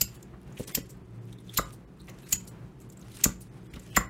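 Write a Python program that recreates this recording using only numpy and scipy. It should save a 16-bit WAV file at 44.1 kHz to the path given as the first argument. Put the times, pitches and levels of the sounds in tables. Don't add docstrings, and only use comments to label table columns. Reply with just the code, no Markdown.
import sys
import numpy as np
from scipy import signal
from scipy.fft import rfft, irfft, next_fast_len
from scipy.io import wavfile
from scipy.ndimage import uniform_filter1d, minimum_filter1d, map_coordinates

SR = 44100
rng = np.random.default_rng(int(sys.argv[2]) if len(sys.argv) > 2 else 0)


def gain_from_db(level_db):
    decades = np.asarray(level_db, float) / 20
    return 10 ** decades


def persist_wave(psi):
    counts = np.round(np.clip(psi, -1, 1) * 32767).astype(np.int16)
    wavfile.write(sys.argv[1], SR, np.atleast_2d(counts).T)


N = 180587
LEAD = 600


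def unit(x):
    return x / np.sqrt(np.mean(x ** 2) + 1e-20)


def along(points, hz):
    f, v = np.transpose(points)
    return np.interp(np.log(hz + 1), np.log(f + 1), v)


def shaped(n, gain):
    m = next_fast_len(n)
    spectrum = rfft(rng.standard_normal(m)) * gain(np.fft.rfftfreq(m, 1 / SR))
    return unit(irfft(spectrum, m)[:n])


def patchy(gain, n):
    z = signal.stft(shaped(n + 256, gain), nperseg=256)[2]
    field = uniform_filter1d(rng.standard_normal(z.shape), size=9, axis=0)
    field = uniform_filter1d(field, size=5, axis=1)
    return unit(signal.istft(z * gain_from_db(3 * unit(field)), nperseg=256)[1][:n])


def hump(centre_hz, octaves):
    return lambda hz: np.exp(-.5 * (np.log2((hz + 1) / centre_hz) / np.clip(octaves, .1, 3)) ** 2)


def wobble(knots_per_s):
    knots = rng.standard_normal(int(N * knots_per_s / SR) + 4)
    return map_coordinates(knots, [np.arange(N) * knots_per_s / SR])


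def swell(length_s, rise, n):
    t = (np.arange(n) - LEAD) / SR / np.clip(length_s, .0005, .04)
    return np.where(t < 0, np.exp(-(t / rise) ** 2), np.exp(-np.abs(t)))


def ring(modes, force, grip_s, free_db):
    t = np.arange(SR // 4) / SR
    hz, db, t60_s = np.repeat(modes, 2, axis=0).T[:, :, None]
    chance = rng.standard_normal((2, len(hz), 1))
    hz = hz * (1 + 0.0099 * chance[0])
    drift = np.cumsum(rng.standard_normal((len(hz), len(t))), axis=1) * np.sqrt(hz / 5e5)
    dying = gain_from_db(-60 * t / grip_s) + gain_from_db(free_db - 60 * t / np.clip(t60_s, .02, .3))
    partials = gain_from_db(db + 2.0 * chance[1]) * dying * np.sin(2 * np.pi * hz * t + drift)
    out = signal.fftconvolve(force, np.sum(partials, axis=0))[:len(t)]
    return out / np.max(np.abs(out))


def add(track, s, sound):
    part = track[round(s * SR):][:len(sound)]
    part += sound[:len(part)]


def bursts(rows, octaves, broad_db):
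    track = np.zeros(N + LEAD)
    n = SR // 8
    for s, db, centre_hz, length_s in rows:
        lumps = gain_from_db(15 * uniform_filter1d(rng.standard_normal(n), size=60))
        colour = lambda hz: hump(centre_hz, octaves)(hz) + gain_from_db(broad_db) * hump(7000, 1.1)(hz)
        grain = unit(lumps * patchy(colour, n))
        add(track, s, gain_from_db(db - 5.5) * swell(length_s, 0.99, n) * grain)
    return track[LEAD:]


# start in seconds, peak in dB, upper blade ring in dB,
# pivot body in dB, broad crack in dB.
SNAPS = [
    (0.014, -14.5, 4, -19.5, -5),
    (0.751, -20.5, 1, -5, 2.5),
    (1.5756, -18, 2, -1, -4.5),
    (2.3270, -10.5, -7, -27.5, -11.5),
    (3.241, -12, 1.5, -18, -3),
    (3.966, -14.5, -1, -9.5, -12.5),
]
# frequency in Hz, level in dB, t60 in seconds.
BLADE_MODES = [(6960, -2.5, 0.33), (7160, 9.5, 0.5), (7000, 3.5, 0.2), (7270, 4.5, 0.33),
               (7340, -12.5, 0.13), (8300, -11.5, .06)]
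UPPER_MODES = [(12060, -4, .1), (12180, -1, 0.2), (12650, -18, 0.66), (12900, -7.5, 0.15), (13000, 0, .05),
               (14900, -1.5, .05)]
PIVOT_MODES = [(2100, -15.5, 0.15), (3250, 4, 0.15), (3900, -3, 0.08), (4650, -2, 0.067), (5230, -1, 0.2),
               (5210, 9, 0.18)]
# frequency in Hz, density in dB per Hz.
CRACK_SPECTRUM = [(710, -51), (1200, -25.5), (2860, -10), (3550, -18), (4550, -7), (6100, -13.5),
                  (7020, -2.5), (9210, -19.5), (13500, -10), (16000, -26.5)]


def snaps():
    track = np.zeros(N + LEAD)
    slap_s, free_db = 0.0039, -20.5
    n = SR // 10
    force = lambda: swell(slap_s, 0.89, n) * rng.standard_normal(n)
    colour = lambda hz: gain_from_db(along(CRACK_SPECTRUM, hz)) / (1 + (1500 / (hz + 1)) ** 4)
    for s, db, upper_db, pivot_db, crack_db in SNAPS:
        sound = ring(BLADE_MODES, force(), 0.06, free_db)
        sound += gain_from_db(upper_db) * ring(UPPER_MODES, force(), 0.02, free_db + 0.5)
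        sound += gain_from_db(pivot_db) * ring(PIVOT_MODES, force(), 0.015, free_db - 0.5)
        crack = swell(slap_s * 1.31, 0.76, len(sound)) * patchy(colour, len(sound))
        add(track, s + 0.0013, gain_from_db(db - 0.5) * (sound + gain_from_db(crack_db) * crack))
    return track[LEAD:]


# start in seconds, peak in dB, centre in Hz, length in seconds.
SHEARS = [(0.591, -46, 8300, 0.0066), (0.601, -40, 8800, 0.0095), (.680, -32.5, 6300, .006),
          (1.544, -36.5, 3400, 0.007), (2.06, -61, 11000, 0.01), (2.294, -41.5, 7500, 0.007),
          (2.319, -37.5, 8500, 0.015), (2.926, -51, 7850, 0.0077), (0.624, -51, 9500, .02),
          (2.82, -54.5, 7500, .012), (3.12, -48.5, 4200, 0.0049), (3.156, -43.5, 8650, 0.011),
          (3.209, -48, 8200, 0.0066), (3.917, -55.5, 8600, 0.033), (3.96, -58, 8650, 0.007)]


def shears():
    return bursts(SHEARS, octaves=0.13, broad_db=1.5)


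# start in seconds, peak in dB, centre in Hz, length in seconds.
CRUSHES = [
    (0.578, -41.5, 2360, 0.0068),
    (3.026, -51, 3500, 0.0041),
    (3.740, -39, 2240, 0.0044),
    (3.763, -41, 3000, 0.0058),
    (3.885, -63, 3200, 0.002),
    (3.96, -34, 2490, 0.014),
    (2.09, -42.5, 2450, 0.01),
    (3.208, -48, 2360, 0.0048),
]


def crushes():
    return bursts(CRUSHES, octaves=0.37, broad_db=-17)


# start in seconds, peak in dB, centre in Hz, length in seconds.
SQUEAKS = [(.489, -61, 3980, .003), (0.583, -54, 12500, 0.0031), (1.329, -45, 3600, 0.0038),
           (1.388, -52.5, 3720, 0.0059), (1.484, -52, 3770, 0.0032), (1.498, -44.5, 3530, 0.0059),
           (1.578, -28, 3900, 0.011), (2.005, -49, 4020, 0.009), (2.232, -56, 11700, 0.023),
           (2.243, -54.5, 3900, 0.025), (2.818, -59, 11600, 0.014), (3.670, -60.5, 3220, 0.0075),
           (3.915, -50, 2920, 0.03)]


def squeaks():
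    return bursts(SQUEAKS, octaves=0.11, broad_db=-20.5)


# start in seconds, peak in dB, centre in Hz.
FIBRE_TICKS = [(0.23, -42.5, 7450), (0.505, -60, 9900), (.526, -54, 7000), (0.573, -54.5, 6770),
               (1.339, -60, 12700), (1.406, -53.5, 10000), (2.017, -52.5, 8900), (2.045, -54, 6100),
               (2.098, -39.5, 6560), (2.902, -46.5, 7160), (2.974, -48, 7700), (2.996, -50, 8140),
               (3.015, -50, 6400), (3.058, -62.5, 7500), (3.19, -42, 8260), (3.798, -43, 7000),
               (3.835, -50, 7300)]


def fibre_ticks():
    return bursts([(*row, .0033) for row in FIBRE_TICKS], octaves=0.11, broad_db=-10.5)


# start in seconds, peak in dB, centre in Hz.
JUICE_FLICKS = [(0.416, -54, 13000), (0.432, -55, 13000), (0.561, -53, 10500), (.972, -60, 13000),
                (1.255, -53, 13000), (1.452, -58, 13000), (1.987, -61, 13300), (2.072, -47, 8000),
                (2.453, -47.5, 12600), (2.803, -47, 9000), (2.892, -58, 12000), (3.004, -55, 11000),
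                (3.046, -57, 12000), (3.109, -56, 14000)]


def juice_flicks():
    return bursts([(*row, .0012) for row in JUICE_FLICKS], octaves=0.5, broad_db=-11)


# start in seconds, peak in dB, centre in Hz.
OPENINGS = [
    (.155, -50.5, 7150),
    (0.907, -48, 7740),
    (1.737, -49.5, 8700),
    (2.486, -43.5, 7240),
    (3.420, -45.5, 9400),
]


def openings():
    open_s, tips_early_s, tips_hz, tips_db = .015, 0.0066, 13000, -5.5
    slides = [(*row, open_s) for row in OPENINGS]
    tips = [(s - tips_early_s, db + tips_db, tips_hz, 0.66 * open_s) for s, db, _ in OPENINGS]
    return bursts(slides, octaves=0.047, broad_db=-3.5) + bursts(tips, octaves=0.043, broad_db=0)


# start in seconds, peak in dB, brightness in Hz,
# spread in octaves, counter thud in dB.
KNOCKS = [(0.018, -38, 1485, 1.1, 7), (0.339, -51.5, 1200, 0.6, 9), (0.597, -32.5, 534, 0.44, -3.5),
          (0.604, -29.5, 435, 0.71, -2.5), (.679, -46, 400, 0.81, -2), (.774, -31.5, 916, 1.34, -19),
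          (0.778, -29.5, 466, 0.48, -3), (1.586, -18.5, 1380, 0.42, -7), (1.592, -23, 1200, 0.21, -9.5),
          (1.595, -26, 510, 0.56, -11), (1.63, -40.5, 1200, 0.47, -7), (2.089, -46.5, 800, 0.94, -20),
          (2.333, -43.5, 2100, .25, 9.5), (3.255, -23.5, 1285, 0.83, -13), (3.261, -23.5, 400, 0.9, 1),
          (3.29, -41, 1096, .7, -9), (3.739, -51, 1990, 0.88, 11), (3.767, -46.5, 700, 1.34, 9.5),
          (3.967, -14, 1920, 0.3, -18.5), (3.972, -12, 1460, 0.66, -10.5), (3.974, -27, 270, 0.65, -11),
          (4.01, -36, 1300, 0.58, -11), (3.978, -25.5, 1120, 0.64, -13)]
# frequency in Hz, level in dB, t60 in seconds.
BOWL_MODES = [(264, 21, 0.19), (436, 11, 0.041), (545, 9.5, 0.2), (751, 1.5, 0.055), (950, -10, 0.37),
              (1200, 3.5, 0.073), (1416, 0, 0.094), (1636, -6.5, 0.041), (2040, 1, 0.045),
              (2230, -2.5, 0.082), (2440, -10.5, .07), (3600, -2, .1)]
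COUNTER_MODES = [(52.6, 5.5, 0.75), (81, -7, 0.27), (127, -4, 0.19), (192, 1.5, 0.076), (243, 0.5, 0.097)]


def knocks():
    track = np.zeros(N + LEAD)
    hard_s, soft_s, padded_db = 0.0026, 0.017, -45.5
    n = SR // 10
    for s, db, bright_hz, octaves, thud_db in KNOCKS:
        length_s = hard_s if db > padded_db else soft_s
        push = swell(length_s, 0.49, n) * shaped(n, hump(bright_hz, octaves))
        press = swell(0.00063, 0.45, n)
        press -= np.roll(press, 150)
        sound = ring(BOWL_MODES, push, .016, -27)
        sound = sound + gain_from_db(thud_db) * ring(COUNTER_MODES, press, 0.086, -8.5)
        sound[:n] += 0.43 * push
        add(track, s + .0015, gain_from_db(db + 3.5) * sound)
    return track[LEAD:]


REST_DB = -73
# time of most pressure in seconds, level in dB, build-up in dB per second.
SQUEEZES = [(0.0, -43.5, 100), (0.18, -56.5, 103), (.5, -64, 60), (0.6, -44, 330), (0.75, -41.5, 112),
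            (1.33, -60.5, 56), (1.588, -42, 145), (2.348, -47, 69.5), (2.86, -65.5, 45.5),
            (3.23, -43, 101.5), (3.41, -67, 61), (3.879, -55.5, 69), (4.02, -54, 19)]


def pressure():
    release_db_per_s = 167
    s, db, build_db_per_s = np.transpose(SQUEEZES)[:, :, None]
    since = np.arange(N) / SR - s
    slope = np.where(since < 0, build_db_per_s, -release_db_per_s)
    return np.maximum(REST_DB, np.max(db + slope * since, axis=0))


def squeeze():
    press_db = pressure()
    fizz_db = REST_DB - 8.5 + 1.06 * (press_db - REST_DB)
    clumps_db = 2.2 * wobble(70) + 1.6 * wobble(300)
    pops = (rng.random(N) < 45 / SR) * rng.exponential(size=N)
    ticks = signal.lfilter([1], [1, -np.exp(-1 / (.0012 * SR))], pops)
    squelch = unit(gain_from_db(clumps_db) * (1 + .6 * ticks) * patchy(hump(2100, .8), N))
    fizz = unit(gain_from_db(1.3 * clumps_db) * (1 + .8 * ticks) * patchy(hump(7000, .65), N))
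    return gain_from_db(press_db - 7.0) * squelch + gain_from_db(fizz_db) * fizz


# frequency in Hz, t60 in seconds.
ROOM_DECAY = [(150, 0.32), (1000, 0.31), (4000, 0.25), (12000, 0.099)]


def walls(x):
    out, step = np.zeros(N + SR), SR // 4
    for start in range(0, N, step):
        hz, t, z = signal.stft(rng.standard_normal(SR // 2), SR, nperseg=256)
        decay = gain_from_db(-60 * t / along(ROOM_DECAY, hz)[:, None])
        tail = signal.istft(z * decay, SR, nperseg=256)[1]
        wet = signal.fftconvolve(x[start:start + step], tail / np.linalg.norm(tail))
        out[start + 200:][:len(wet)] += wet
    return out[:N]


# frequency in Hz, width in Hz, level in dB rms.
HUM_LINES = [(58.5, 16, -57), (115.1, 1.9, -52), (183.9, 6.4, -55), (241, 28, -66), (348.3, 79, -57)]
# frequency in Hz, density in dB per Hz.
AIR_SPECTRUM = [(22, -18), (58, -6.5), (95, -21.5), (122, 1.5), (150, -3), (190, -9), (220, -11),
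                (380, -20.5), (600, -22.5), (1100, -26), (2300, -34.5), (5000, -45.5), (10000, -50.5),
                (16000, -54.5)]


def kitchen():
    hum = np.zeros(N)
    for hz, width_hz, db in HUM_LINES:
        hum += gain_from_db(db) * shaped(N, lambda f: 1 / (1 + ((f - hz) / width_hz) ** 2))
    air = shaped(N, lambda f: gain_from_db(along(AIR_SPECTRUM, f)))
    return hum + gain_from_db(-43 - 8 + 2.1 * wobble(14.0)) * air


def scene():
    cutting = snaps() + shears() + crushes() + squeaks() + fibre_ticks() + juice_flicks()
    cutting += openings() + knocks()
    return (cutting + gain_from_db(-13.5) * walls(cutting) + squeeze() + kitchen())[None]


# centre in seconds, lowest affected frequency in Hz,
# share of the weak lines lost from 0 to 1.
STARVED = [(.064, 500, .6), (.18, 2000, .65), (.662, 1000, .8), (.735, 800, .85), (.83, 1500, .7),
           (1.04, 3500, .9), (1.2, 3500, .9), (1.36, 4000, .9), (1.64, 2200, .7), (1.862, 2000, .99),
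           (2.245, 1800, .7), (2.385, 600, .65), (2.5, 1000, .75), (3.497, 2800, .9), (3.61, 4500, .9),
           (3.685, 2500, .95), (3.705, 2500, .95), (3.915, 800, .8), (4.078, 2500, .9)]


def starve(x):
    frame, kept_db, lift = 2048, 5, 0.3
    out, hz = np.pad(x, ((0, 0), (0, frame))), np.fft.rfftfreq(frame, 1 / SR)
    for s, low_hz, lost in STARVED:
        start = round(s * SR) - frame // 2
        z = rfft(out[:, start:start + frame] * np.hanning(frame))
        near = np.sqrt(np.abs(uniform_filter1d(np.abs(z) ** 2, size=48)))
        weak = minimum_filter1d(1 * (np.abs(z) < gain_from_db(kept_db) * near), size=3)
        removed = z * (hz > low_hz) * (lost * weak - lift * (1 - weak))
        out[:, start:start + frame] -= irfft(removed, frame)
    return out[:, :N]


def band_limit(x):
    return signal.sosfilt(signal.butter(12, 16620, fs=SR, output="sos"), x)


def record(dry):
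    hz = np.fft.rfftfreq(2 * N, 1 / SR)
    bass_cut = 1 / np.sqrt(1 + (40 / (hz + 1)) ** 4)
    top_cut = 1 / np.sqrt(1 + (hz / 15800) ** 160)
    heard = irfft(rfft(dry, 2 * N) * bass_cut * top_cut, 2 * N)[:, :N]
    return band_limit(starve(heard))


dry = scene()
out = record(dry)
persist_wave(out)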